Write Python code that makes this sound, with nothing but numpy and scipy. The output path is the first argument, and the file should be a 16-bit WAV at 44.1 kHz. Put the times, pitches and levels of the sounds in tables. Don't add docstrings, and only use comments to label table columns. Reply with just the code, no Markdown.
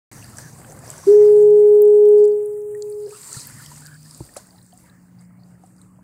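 import sys
import numpy as np
from scipy import signal
from scipy.fft import rfft, irfft, next_fast_len
from scipy.io import wavfile
from scipy.ndimage import uniform_filter1d

SR = 44100
rng = np.random.default_rng(int(sys.argv[2]) if len(sys.argv) > 2 else 0)


def boost(x):
    u = np.asarray(x, float) / 20
    return 10 ** u


def generate_wav(signal):
    frames = np.transpose(np.atleast_2d(signal))
    scaled = np.clip(frames, -1, 1) * 32767
    pcm = np.round(scaled).astype(np.int16)
    wavfile.write(sys.argv[1], SR, pcm)


N = 266275
M = next_fast_len(N, True)
T = np.arange(N) / SR
HZ = np.fft.rfftfreq(M, 1 / SR)

# time_s, level_db
HUM_CURVE = [(.1, -57.5), (1.3, -48.5), (2.0, -58.5), (2.6, -65.5), (4.5, -70), (5.5, -57.5), (6.04, -68)]
# time_s, firing_hz, level_db
ENGINE_FIRST = [(.12, 157, -54), (.7, 154, -56), (.97, 152.9, -49.5), (1.12, 157.5, -53),
                (1.53, 169, -42.5), (1.66, 175.1, -55), (2.2, 187.3, -55.5), (2.6, 197, -70)]
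ENGINE_SECOND = [(2.6, 122.3, -70), (2.75, 128, -58), (3.2, 136.3, -63.5), (3.49, 143, -51),
                 (3.84, 149.2, -46), (4.25, 154.2, -54)]
ENGINE_THIRD = [(4.4, 190, -54.5), (4.55, 178.7, -54.5), (4.83, 179.7, -55.5), (5.25, 178, -47.5),
                (5.53, 178.1, -49), (5.65, 181.8, -53.5), (6.04, 182.3, -51)]
# time_s, level_db
RUMBLE_CURVE = [(.3, -47.5), (1.11, -49.5), (1.4, -55), (2.1, -58.5), (3.3, -57.5), (3.51, -47),
                (3.66, -53), (4.3, -55), (4.7, -58), (6.04, -55.5)]
# freq_hz, density_db
RUMBLE_SPECTRUM = [(13, -59), (22, -29), (51, -13), (91, -5.5), (118, 0), (162, -3), (183, -11), (204, -7),
                   (320, -14), (420, -39.5), (700, -120)]
RUMBLE_UPPER_DB, RUMBLE_CALM_DB = -9.5, -71.5

# freq_hz, density_db
WATER_SPECTRUM = [(200, -30), (300, -0.5), (500, 0.5), (1000, -4.5), (1800, -10), (2150, -13), (3250, -20),
                  (4000, -13.5), (4800, -7.5), (5600, -14), (6600, -9.5), (7400, -5), (8400, -2),
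                  (9200, -6.5), (11000, -12.5), (15800, -21.5)]
# peak_s, spray_db, dying_s, heaviness_db
SURFACINGS = [(.154, -51, 0.43, 6.5), (.407, -48, 0.095, 5), (.751, -58.5, .45, 12.5),
              (.925, -46.5, .185, 6), (1.098, -46.5, .14, 6.5), (1.253, -53, 0.12, 3.5),
              (1.4, -56.5, 0.11, -12), (2.2, -62.5, .1, 5), (2.879, -58, 0.17, -17),
              (3.077, -72.5, 0.058, 16), (3.13, -47, 0.14, -23), (3.23, -45.5, 0.27, 0.5),
              (3.37, -39, 0.17, -1.5), (3.616, -47, 0.098, -1), (3.743, -48, 0.14, 1.5),
              (3.829, -57, 0.055, 7), (4.08, -53, 0.15, -2), (4.19, -51.5, 0.34, -1),
              (4.291, -84.5, 0.28, 21), (4.382, -48, 0.052, 3), (4.68, -58.5, 0.11, -19.5),
              (4.8, -57.5, 0.071, -5), (4.88, -69, 0.27, 9), (5.215, -64.5, 0.049, 7.5),
              (5.476, -69.5, 0.13, 3), (5.55, -86, 0.67, 18.5), (5.695, -60.5, 0.16, -38.5),
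              (5.797, -65, 0.12, -12.5)]
SURGE_RISE = .5
# surge_offset_db, lean_db_per_heaviness_db, trickle_offset_db, calm_db
WATER_BAND_LEVELS = [
    (-19, 1.966, -25, -73.5),
    (-9.5, 1.11, -25.5, -69.5),
    (-21.5, .6, -26, -87),
    (-8, 0.22, -26, -95.5),
    (-2, 0.036, -1, -79.5),
    (-12, .1, -8, -84),
]
# time_s, level_db
TRICKLE_CURVE = [(.1, -55.5), (1.5, -56), (2.3, -60), (3.0, -59), (4.5, -78), (5.1, -76), (6.04, -79.5)]
AIR_RUSH_DB = [-58, -58, -69]
CRACKLE_SHARE = 1.0

# start_s, length_s, pitch_hz, relative_db
FROTH_SWARMS = [(3.12, 0.042, 1150, -5.5), (3.22, 0.61, 1850, -0.5), (3.3, 0.18, 790, -32),
                (3.8, 0.18, 1530, 0), (1.9, .25, 6200, -15.5), (4.5, 0.26, 4300, -23),
                (3.05, 0.93, 3000, -7), (2.9, 0.74, 4800, -3), (4.82, 0.2, 1650, -13), (.85, .45, 5900, 9),
                (5.18, 0.26, 2000, -18.5), (0.34, 0.18, 1600, -2.5), (0.094, 0.18, 6000, 3.5),
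                (0.32, 0.24, 6000, 4), (0.68, 0.05, 6300, -3), (1.08, 0.09, 5900, 2.5),
                (3.93, 0.27, 4700, -1.5), (3.3, .15, 4300, 8), (1.93, .03, 2600, -23.5),
                (2.05, 0.018, 3300, -20), (2.13, .02, 2750, -21.5), (1.6, .06, 2100, -13.5),
                (.12, .22, 1750, -5), (3.25, 0.33, 8300, 9.5), (3.56, .06, 1700, -5.5),
                (2.16, 0.11, 4700, -17), (4.8, .12, 2050, -18), (4.5, 0.14, 760, -14.5),
                (5.75, 0.22, 1100, -16), (.88, 0.08, 3000, -11), (4.04, 0.34, 8500, 4.5),
                (4.68, .13, 7700, -13), (3.7, .12, 8300, 3), (3.6, .1, 4900, -1), (4.2, .05, 4700, -14.5),
                (5.39, 0.043, 4500, -22)]
FROTH_DB, FROTH_PER_CYCLE = -55, .12

# start_s, peak_db, centre_hz
DROPLET_BURSTS = [(0.1295, -27.5, 8200), (0.2427, -31.5, 10160), (0.3704, -25, 7800), (0.384, -21.5, 8400),
                  (0.721, -29, 7570), (0.902, -18, 7700), (0.98, -27, 7600), (1.0646, -30, 8340),
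                  (1.82, -17, 14000), (2.0555, -37.5, 8530), (2.0708, -36.5, 13910), (2.2427, -32, 7350),
                  (2.253, -33, 9120), (2.459, -31.5, 9680), (2.7502, -35.5, 8460), (2.8225, -22.5, 7340),
                  (2.823, -30, 4520), (2.899, -31, 9600), (3.2165, -24, 8190), (3.3292, -19.5, 8400),
                  (3.3291, -22.5, 6700), (3.471, -24.5, 12210), (3.4716, -23, 14500), (3.6616, -31.5, 5650),
                  (3.8678, -32, 7600), (4.11, -28.5, 8730), (4.147, -28, 7640), (4.3456, -32.5, 10050),
                  (4.366, -24.5, 8300), (4.47, -37, 8450), (4.7757, -35, 8040), (5.816, -35.5, 8650),
                  (0.244, -34.5, 4700), (.2979, -39, 11000), (0.384, -28, 5950), (.6038, -37, 8200),
                  (0.647, -48, 3050), (.699, -36, 6200), (.728, -34.5, 9600), (.9016, -28, 11500),
                  (.914, -26.5, 7920), (1.4142, -36, 11450), (1.428, -34, 7500), (1.82, -29, 9520),
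                  (2.6061, -42, 10010), (2.917, -39.5, 11500), (3.0931, -35, 10500), (3.499, -32, 10800),
                  (3.508, -32, 10800), (3.5847, -32.5, 9800), (3.621, -33.5, 13000), (3.6607, -30, 8000),
                  (3.6609, -35.5, 12500), (3.6613, -38.5, 3150), (3.868, -33.5, 13000), (3.869, -35, 4870),
                  (3.942, -42.5, 4650), (4.11, -33, 5100), (4.1761, -35, 12000), (4.338, -36.5, 10500),
                  (4.366, -33.5, 13500), (4.7366, -39, 9900), (4.835, -44.5, 10600)]
# start_s, peak_db, centre_hz
MORE_DROPLET_BURSTS = [(3.0028, -45, 6900), (3.034, -41, 8300), (3.0617, -39.5, 4960), (3.1087, -36, 6750),
                       (3.108, -46, 2500), (3.2318, -36, 4400), (3.243, -29, 7500), (3.7207, -35, 6490),
                       (3.762, -34, 5870), (3.8619, -35, 4780), (3.8619, -36, 7000), (4.03, -41, 5970),
                       (4.0559, -41, 5050), (4.146, -38, 4650), (4.3388, -44, 4730), (1.68, -53, 5000),
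                       (2.0557, -50, 3200), (2.0553, -48.5, 5500), (2.191, -48, 4700), (2.2524, -44.5, 4800),
                       (2.2427, -48, 4800), (2.535, -55, 4700), (2.6186, -49.5, 6460), (2.09, -40, 12500),
                       (2.459, -40, 12500), (4.5796, -48, 5000), (4.7241, -52, 3100), (5.1875, -53, 4900),
                       (5.4185, -57, 4570), (5.6365, -53, 6500), (5.6729, -53, 5670), (5.764, -57, 5080),
                       (0.646, -45.5, 2600), (.53, -39, 6800), (.878, -31, 5800)]
# start_s, peak_db
PILE_DRIPS = [(0.5912, -39), (0.7898, -32), (1.506, -41), (1.8205, -33.5), (1.8529, -36), (1.8776, -36),
              (1.9018, -40.5), (2.0868, -35), (2.113, -40), (2.129, -43.5), (2.1818, -34), (2.193, -43),
              (2.2783, -36.5), (2.4295, -43), (3.399, -29), (3.778, -31), (3.806, -31), (3.8549, -32),
              (4.03, -37), (4.178, -36), (4.25, -36), (4.6266, -39), (4.663, -41), (4.8597, -44),
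              (4.897, -48.5), (5.21, -43), (5.6627, -42), (5.764, -46)]
DRIP_HZ, DROPLET_T60_S = 8600, 0.012
SNAP_CYCLES, SNAP_HISS_DB = 37, -6
# start_s, peak_db, centre_hz, t60_s
WATER_SHEETS = [(0.384, -33, 1650, 0.016), (.84, -39, 7120, 0.08), (3.335, -28.5, 7230, 0.092),
                (3.369, -24, 7860, 0.018), (3.4, -28, 6000, 0.067), (4.364, -35.5, 2580, 0.016),
                (4.368, -31, 5000, .04), (4.367, -26, 8560, 0.039)]
# start_s, peak_db, pitch_hz, t60_s
RINGING_BUBBLES = [(0.226, -34.5, 2640, 0.016), (.646, -33.5, 1510, 0.018), (.837, -32, 695, 0.027),
                   (.878, -27, 600, 0.0095), (1.037, -30.5, 1063, 0.041), (2.748, -37.5, 1849, 0.046),
                   (3.123, -39.5, 890, 0.044), (3.32, -36, 1320, 0.037), (3.345, -33, 1774, 0.035),
                   (3.367, -33.5, 1340, 0.052), (3.499, -36, 1400, 0.026), (3.599, -35.5, 1430, 0.047),
                   (3.716, -34, 960, 0.049), (4.059, -45, 1745, 0.036), (4.205, -38, 560.3, .04),
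                   (4.291, -42.5, 1804, .037), (4.363, -31.5, 1255, 0.025), (4.367, -21.5, 570, 0.034),
                   (4.375, -29, 727, 0.034), (4.518, -48.5, 647, 0.063), (4.729, -40, 709, 0.092),
                   (5.307, -50, 1263, 0.029), (5.637, -35, 730, 0.04), (5.987, -44.5, 614, 0.036),
                   (.7, -36, 480, .03), (5.99, -47, 950, .04), (4.84, -48, 930, .05)]
# start_s, peak_db, pitch_hz
DROP_PINGS = [(2.3191, -49.5, 4620), (2.9243, -42, 4440), (4.5072, -40.5, 4630), (4.5605, -49, 4400),
              (4.5844, -43.5, 3950), (4.6149, -45, 4050), (4.7242, -46, 4440), (4.8978, -45, 3900),
              (5.1931, -47, 4750), (5.2495, -56, 4900), (5.4345, -46, 4440), (5.5463, -62, 4910),
              (5.7823, -50, 4680), (5.8157, -46, 3930)]
PING_T60_S, BUBBLE_RISE = 0.016, 0.066
# start_s, peak_db, pitch_hz, t60_s, edge_db
PILE_SLAPS = [
    (3.367, -23.5, 131, 0.074, -24),
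    (4.205, -19.5, 129.2, 0.06, -3.5),
    (4.215, -38, 59.7, 0.18, -28.5),
]

# on_s, off_s, pitch_hz, sag_hz, sag_s
HORN_DRIVE = (1.0649, 3.0668, 417.36, 29.7, .03)
# time_s, offset_hz
DRIVE_SETTLING = [(1.06, 3.6), (1.11, 1.7), (1.2, .7), (1.58, .5), (1.66, 0.0), (3.1, 0.0)]
# order, level_db, duck_share, buildup_s
HORN_OVERTONES = [(3, -43.5, 1, 0.84), (4, -34.5, 0.8, 0.037), (6, -67, 0.32, .06), (8, -76.5, .4, .06),
                  (9, -75, .4, .06)]
HORN_DB = -6.6
# extra_path_m, level_db
REFLECTORS = [(3.494, -4.8), (9.555, -11.6), (13.903, -12.3), (21.724, -15.1), (26.035, -17.6),
              (34.727, -27), (48.058, -27.1)]
# start_s, peak_db, pitch_hz, t60_s
HOUSING_RINGS = [
    (1.068, -22, 332.3, 0.17),
    (2.21, -42.5, 519, 0.7),
    (3.3, -50, 417, .5),
    (3.065, -39, 520, .12),
]

# start_s, time_constant_s, depth_db
TONE_DUCK = (2.232, .095, -20.5)
# start_s, end_s, low_hz, high_hz, threshold_db, deepest_db
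HISS_HOLES = [(1.45, 2.3, 4000, 5400, -88, -22), (2.3, 2.82, 4000, 5400, -93, -22),
              (2.3, 3.1, 2700, 4200, -92, -9), (2.86, 3.04, 5450, 5850, -82, -22),
              (4.45, 6.04, 2700, 4100, -97, -10)]
# pitch_hz, level_db
WHINE_TONES = [(15000, -69.5), (15583, -78)]
# time_s, level_db
WHINE_CURVE = [(0, -1), (4.3, 0), (5.1, -9), (6.04, -18)]
PEAK_LIMIT, START_S = .665, .1144


def columns(table):
    s, *values = np.transpose(table)
    return [np.interp(T, s, v) for v in values]


def walk(rate_hz):
    k = int(SR / rate_hz)
    steps = np.repeat(rng.standard_normal(N // k + 1), k)
    return 1.3 * uniform_filter1d(uniform_filter1d(steps, k), k)[:N]


def add(out, s, sound):
    i = int(s * SR)
    out[i:i + len(sound)] += sound[:N - i]


def decay(t, t60_s):
    return np.exp(-np.log(1000) * t / t60_s)


def power_sum(*levels_db):
    return 10 * np.log10(sum(boost(db) ** 2 for db in levels_db))


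def banded(source, colour, edges, curves_db, flicker_db, flicker_hz):
    hz, db = np.transpose(colour)
    tilt_db = np.interp(np.log(HZ + 1), np.log(hz), db, -120, -120)
    spectrum = rfft(source / np.std(source), M) * boost(tilt_db)
    share_db = []
    for low, high in edges:
        energy = np.sum(abs(spectrum[(HZ > low) & (HZ < high)]) ** 2)
        share_db.append(10 * np.log10(2 * energy / M / N))
    place = 3 * np.log2((HZ + 1) / hz[0])
    rims = 3 * np.log2(np.ravel(edges) / hz[0])
    out = 0
    for k in range(int(3 * np.log2(hz[-1] / hz[0])) + 2):
        weights = [np.interp(k, rims, np.repeat(row, 2)) for row in np.eye(len(edges))]
        level_db = sum(w * (c - s) for w, c, s in zip(weights, curves_db, share_db) if w)
        band = irfft(spectrum * np.clip(1 - abs(place - k), 0, 1), M)[:N]
        out = out + band * boost(level_db + flicker_db * walk(flicker_hz))
    return out


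def ducking():
    start_s, tau_s, depth_db = TONE_DUCK
    floor = boost(depth_db)
    return floor + (1 - floor) * np.exp(-np.clip(T - start_s, 0, None) / tau_s)


def rush_db(db):
    on_s, off_s = HORN_DRIVE[:2]
    return np.where((T > on_s) & (T < off_s), db + 20 * np.log10(ducking()), -120)


def rumble():
    low_db = columns(RUMBLE_CURVE)[0]
    upper_db = power_sum(low_db + RUMBLE_UPPER_DB, RUMBLE_CALM_DB, rush_db(AIR_RUSH_DB[0]))
    edges_hz = [(50, 160), (210, 240)]
    return banded(rng.standard_normal(N), RUMBLE_SPECTRUM, edges_hz, [low_db, upper_db], 1.6, 9)


def hum():
    b, a = signal.iirpeak(124, 9.0, fs=SR)
    tone = signal.lfilter(b, a, signal.lfilter(b, a, rng.standard_normal(N)))
    return boost(columns(HUM_CURVE)[0]) * tone / np.std(tone)


def engines():
    out = 0
    for table in (ENGINE_FIRST, ENGINE_SECOND, ENGINE_THIRD):
        hz, db = columns(table)
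        audible = uniform_filter1d(1. * ((T > table[0][0]) & (T < table[-1][0])), size=3000)
        level = audible * boost(db + 0.76 * walk(11))
        phase = 2 * np.pi * np.cumsum(hz + 0.95 * walk(11)) / SR
        out = out + level * np.sqrt(2) * np.sin(phase)
    return out


def ring(pitch_hz, cycles=6.7):
    t = T[:int(40 * SR / pitch_hz)]
    swing = np.exp(-t * pitch_hz / cycles) * (1 - np.exp(-t * pitch_hz / 1.5))
    return swing * np.sin(2 * np.pi * pitch_hz * t * (1 + 4.2 * t))


def bubble_cloud(count, low_hz, span, range_db, cycles=6.7):
    out = np.zeros(N)
    for when, size, loss in rng.random((count, 3)):
        pitch_hz = low_hz * span ** size
        add(out, when * N / SR, pitch_hz * boost(-range_db * loss) * ring(pitch_hz, cycles))
    return out / np.std(out)


def water_levels():
    s, db, dying_s, heavy_db = np.transpose(SURFACINGS)
    coarse = T[::64]
    age = (coarse - s[:, None]) / dying_s[:, None]
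    shape = np.where(age < 0, np.exp(-2 * (age / SURGE_RISE) ** 2), np.exp(-2 * np.clip(age, 0, None)))
    trickle = columns(TRICKLE_CURVE)[0]
    rushes_db = [*AIR_RUSH_DB[1:]] + [-120] * 4
    levels = []
    for (offset_db, lean, trickle_db, calm_db), air_db in zip(WATER_BAND_LEVELS, rushes_db):
        surge = np.interp(T, coarse, boost(db + offset_db + lean * heavy_db) ** 2 @ shape)
        surge_db = 10 * np.log10(surge + 1e-12)
        levels.append(power_sum(surge_db, trickle + trickle_db, calm_db, rush_db(air_db)))
    return levels


def splashing():
    sizes = boost(7.2 * np.minimum(rng.exponential(size=N), 1.45))
    struck = rng.random(N) < 2500 / SR
    bursts = struck * rng.standard_normal(N) * sizes * boost(3.0 * walk(60))
    bubbling = bubble_cloud(1500, 500, 6, 16)
    crackle = bubble_cloud(2600, 4000, 3.5, 24, cycles=5.3)
    bubbling = bubbling + CRACKLE_SHARE * crackle
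    source = rng.standard_normal(N) + .45 * bursts / np.std(bursts) + .27 * bubbling
    gushes = boost(.8 * walk(30))
    edges_hz = [(520, 780), (900, 2100), (2700, 3400), (4000, 6000), (7000, 10000), (11500, 15500)]
    return banded(source * gushes, WATER_SPECTRUM, edges_hz, water_levels(), 1.8, 18)


def froth():
    out = np.zeros(N)
    for s, length_s, hz, db in FROTH_SWARMS:
        count = int(np.clip(FROTH_PER_CYCLE * length_s * hz, 6, 400))
        for a, b, c, d in rng.random((count, 4)):
            when_s = s + length_s * (2 * a + b) / 3
            level = boost(FROTH_DB + db + 8 - 14 * d) * np.sqrt(90 / count)
            add(out, when_s, level * ring(hz * (1 + .17 * (c - .5)), 13.0))
    return out


def cracks():
    out, t = np.zeros(N), T[:1500]
    snaps = [*DROPLET_BURSTS, *MORE_DROPLET_BURSTS]
    events = [(s, db + SNAP_HISS_DB, hz, DROPLET_T60_S) for s, db, hz in snaps]
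    events += [(s, db, DRIP_HZ, DROPLET_T60_S) for s, db in PILE_DRIPS]
    events += [*WATER_SHEETS]
    for s, db, hz, t60_s in events:
        b, a = signal.butter(3, [0.81 * hz, min(1.208 * hz, 19000)], "band", fs=SR)
        swing = (1 - np.exp(-t / (0.044 * t60_s))) * decay(t, max(t60_s, .002))
        crack = signal.lfilter(b, a, rng.standard_normal(1500) * swing)
        add(out, s, boost(db - 3.0) * crack / abs(crack).max())
    return out


def snaps():
    out = np.zeros(N)
    for s, db, hz in [*DROPLET_BURSTS, *MORE_DROPLET_BURSTS]:
        turns = hz * T[:1500]
        swing = (1 - np.exp(-turns / 1.2)) ** 2 * decay(turns, SNAP_CYCLES)
        add(out, s, boost(db - 3.0) * swing / swing.max() * np.sin(2 * np.pi * turns))
    return out


def bubbles():
    out, t = np.zeros(N), T[:14000]
    pings = [(s, db, hz, PING_T60_S) for s, db, hz in DROP_PINGS]
    for s, db, hz, t60_s in [*RINGING_BUBBLES, *pings]:
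        t60_s = max(t60_s, .005)
        swing = (1 - np.exp(-t / 0.00034)) * decay(t, t60_s)
        phase = 2 * np.pi * hz * (t + BUBBLE_RISE * t ** 2 / t60_s)
        add(out, s, boost(db - 5) * swing / swing.max() * np.sin(phase))
    return out


def slaps():
    out, t = np.zeros(N), T[:14000]
    for s, db, hz, t60_s, edge_db in PILE_SLAPS:
        overtone = 1.1 * boost(edge_db) * np.sin(2 * np.pi * 2.53 * hz * t) * np.exp(-t / 0.024)
        body = np.sin(2 * np.pi * hz * t) + overtone
        edge = boost(edge_db) * np.sin(2 * np.pi * 900 * t) * np.exp(-t / 0.0019)
        add(out, s, -boost(db) * (1 - np.exp(-t / 0.0029)) * (body * decay(t, t60_s) + edge))
    return out


def diaphragm(duck):
    on_s, off_s, pitch_hz, sag_hz, sag_s = HORN_DRIVE
    age = np.clip(T - on_s, 0, None)
    kick_hz = 45 * np.exp(-age / 0.0074)
    drive_hz = pitch_hz + columns(DRIVE_SETTLING)[0] - sag_hz * np.exp(-age / sag_s) - kick_hz
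    phase = np.pi * np.cumsum(drive_hz) / SR
    swing = (1 - np.exp(-(age / 0.0083) ** 2)) * (1 - 0.54 * np.exp(-age / 0.037))
    swing = swing * np.exp(-(np.clip(T - off_s, 0, None) / .006) ** 2)
    tone = np.sin(2 * phase)
    for order, db, share, rise_s in HORN_OVERTONES:
        buildup = 1 - np.exp(-(age / rise_s) ** 2)
        tone = tone + boost(db) * buildup * duck ** (share - 1) * np.sin(order * phase)
    return swing * tone


def horn():
    duck = ducking()
    direct = diaphragm(duck)
    echoes = sum(boost(db) * np.interp(T - m / 343, T, direct) for m, db in REFLECTORS)
    far_shore = rng.standard_normal(SR // 2) * decay(T[:SR // 2], 0.67)
    tail = boost(-67.0) * signal.fftconvolve(direct, far_shore)[:N]
    flutter_db = 0.21 * walk(45) + 0.17 * walk(140) + 0.13 * walk(2.4)
    heard = np.sqrt(2) * boost(HORN_DB + flutter_db) * duck * (direct + echoes + tail)
    t = T[:SR]
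    for s, db, hz, t60_s in HOUSING_RINGS:
        swing = (1 - np.exp(-t / (0.029 * t60_s))) * decay(t, t60_s)
        add(heard, s, boost(db) * swing * np.sin(2 * np.pi * hz * t))
    return heard


def scene():
    background = rumble() + hum() + engines()
    water = splashing() + froth() + cracks() + snaps() + bubbles() + slaps()
    return (background + water + horn())[None]


def suppress(x):
    hz, s, z = signal.stft(x, SR, nperseg=512)
    power = uniform_filter1d(uniform_filter1d(abs(z) ** 2, size=2, axis=1), size=9, axis=2)
    db = 10 * np.log10(abs(power) + 1e-20)
    gain_db = 0
    for start_s, end_s, low_hz, high_hz, edge_db, cut_db in HISS_HOLES:
        inside = np.outer((hz > low_hz) & (hz < high_hz), (s > start_s) & (s < end_s))
        gain_db = gain_db + np.clip(3 * (db - edge_db), cut_db, 0) * inside
    return signal.istft(z * boost(gain_db), SR, nperseg=512)[1][:, :N]


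def whine():
    fade_db = columns(WHINE_CURVE)[0]
    return sum(boost(db + 5.0 + fade_db) * np.sin(2 * np.pi * hz * T + .6 * walk(20)) for hz, db in WHINE_TONES)


def limit(x):
    envelope = uniform_filter1d(abs(signal.hilbert(x)), size=100)
    return x * np.minimum(1, PEAK_LIMIT / (envelope + 1e-9))


def band_limit(x):
    return signal.sosfilt(signal.butter(12, 15850, fs=SR, output="sos"), x)


def record(dry):
    top = signal.ellip(10, .2, 90, 15800, fs=SR, output="sos")
    heard = suppress(limit(dry)) + whine()
    mix = signal.sosfilt(top, heard) * (T > START_S)
    return band_limit(mix)


dry = scene()
out = record(dry)
generate_wav(out)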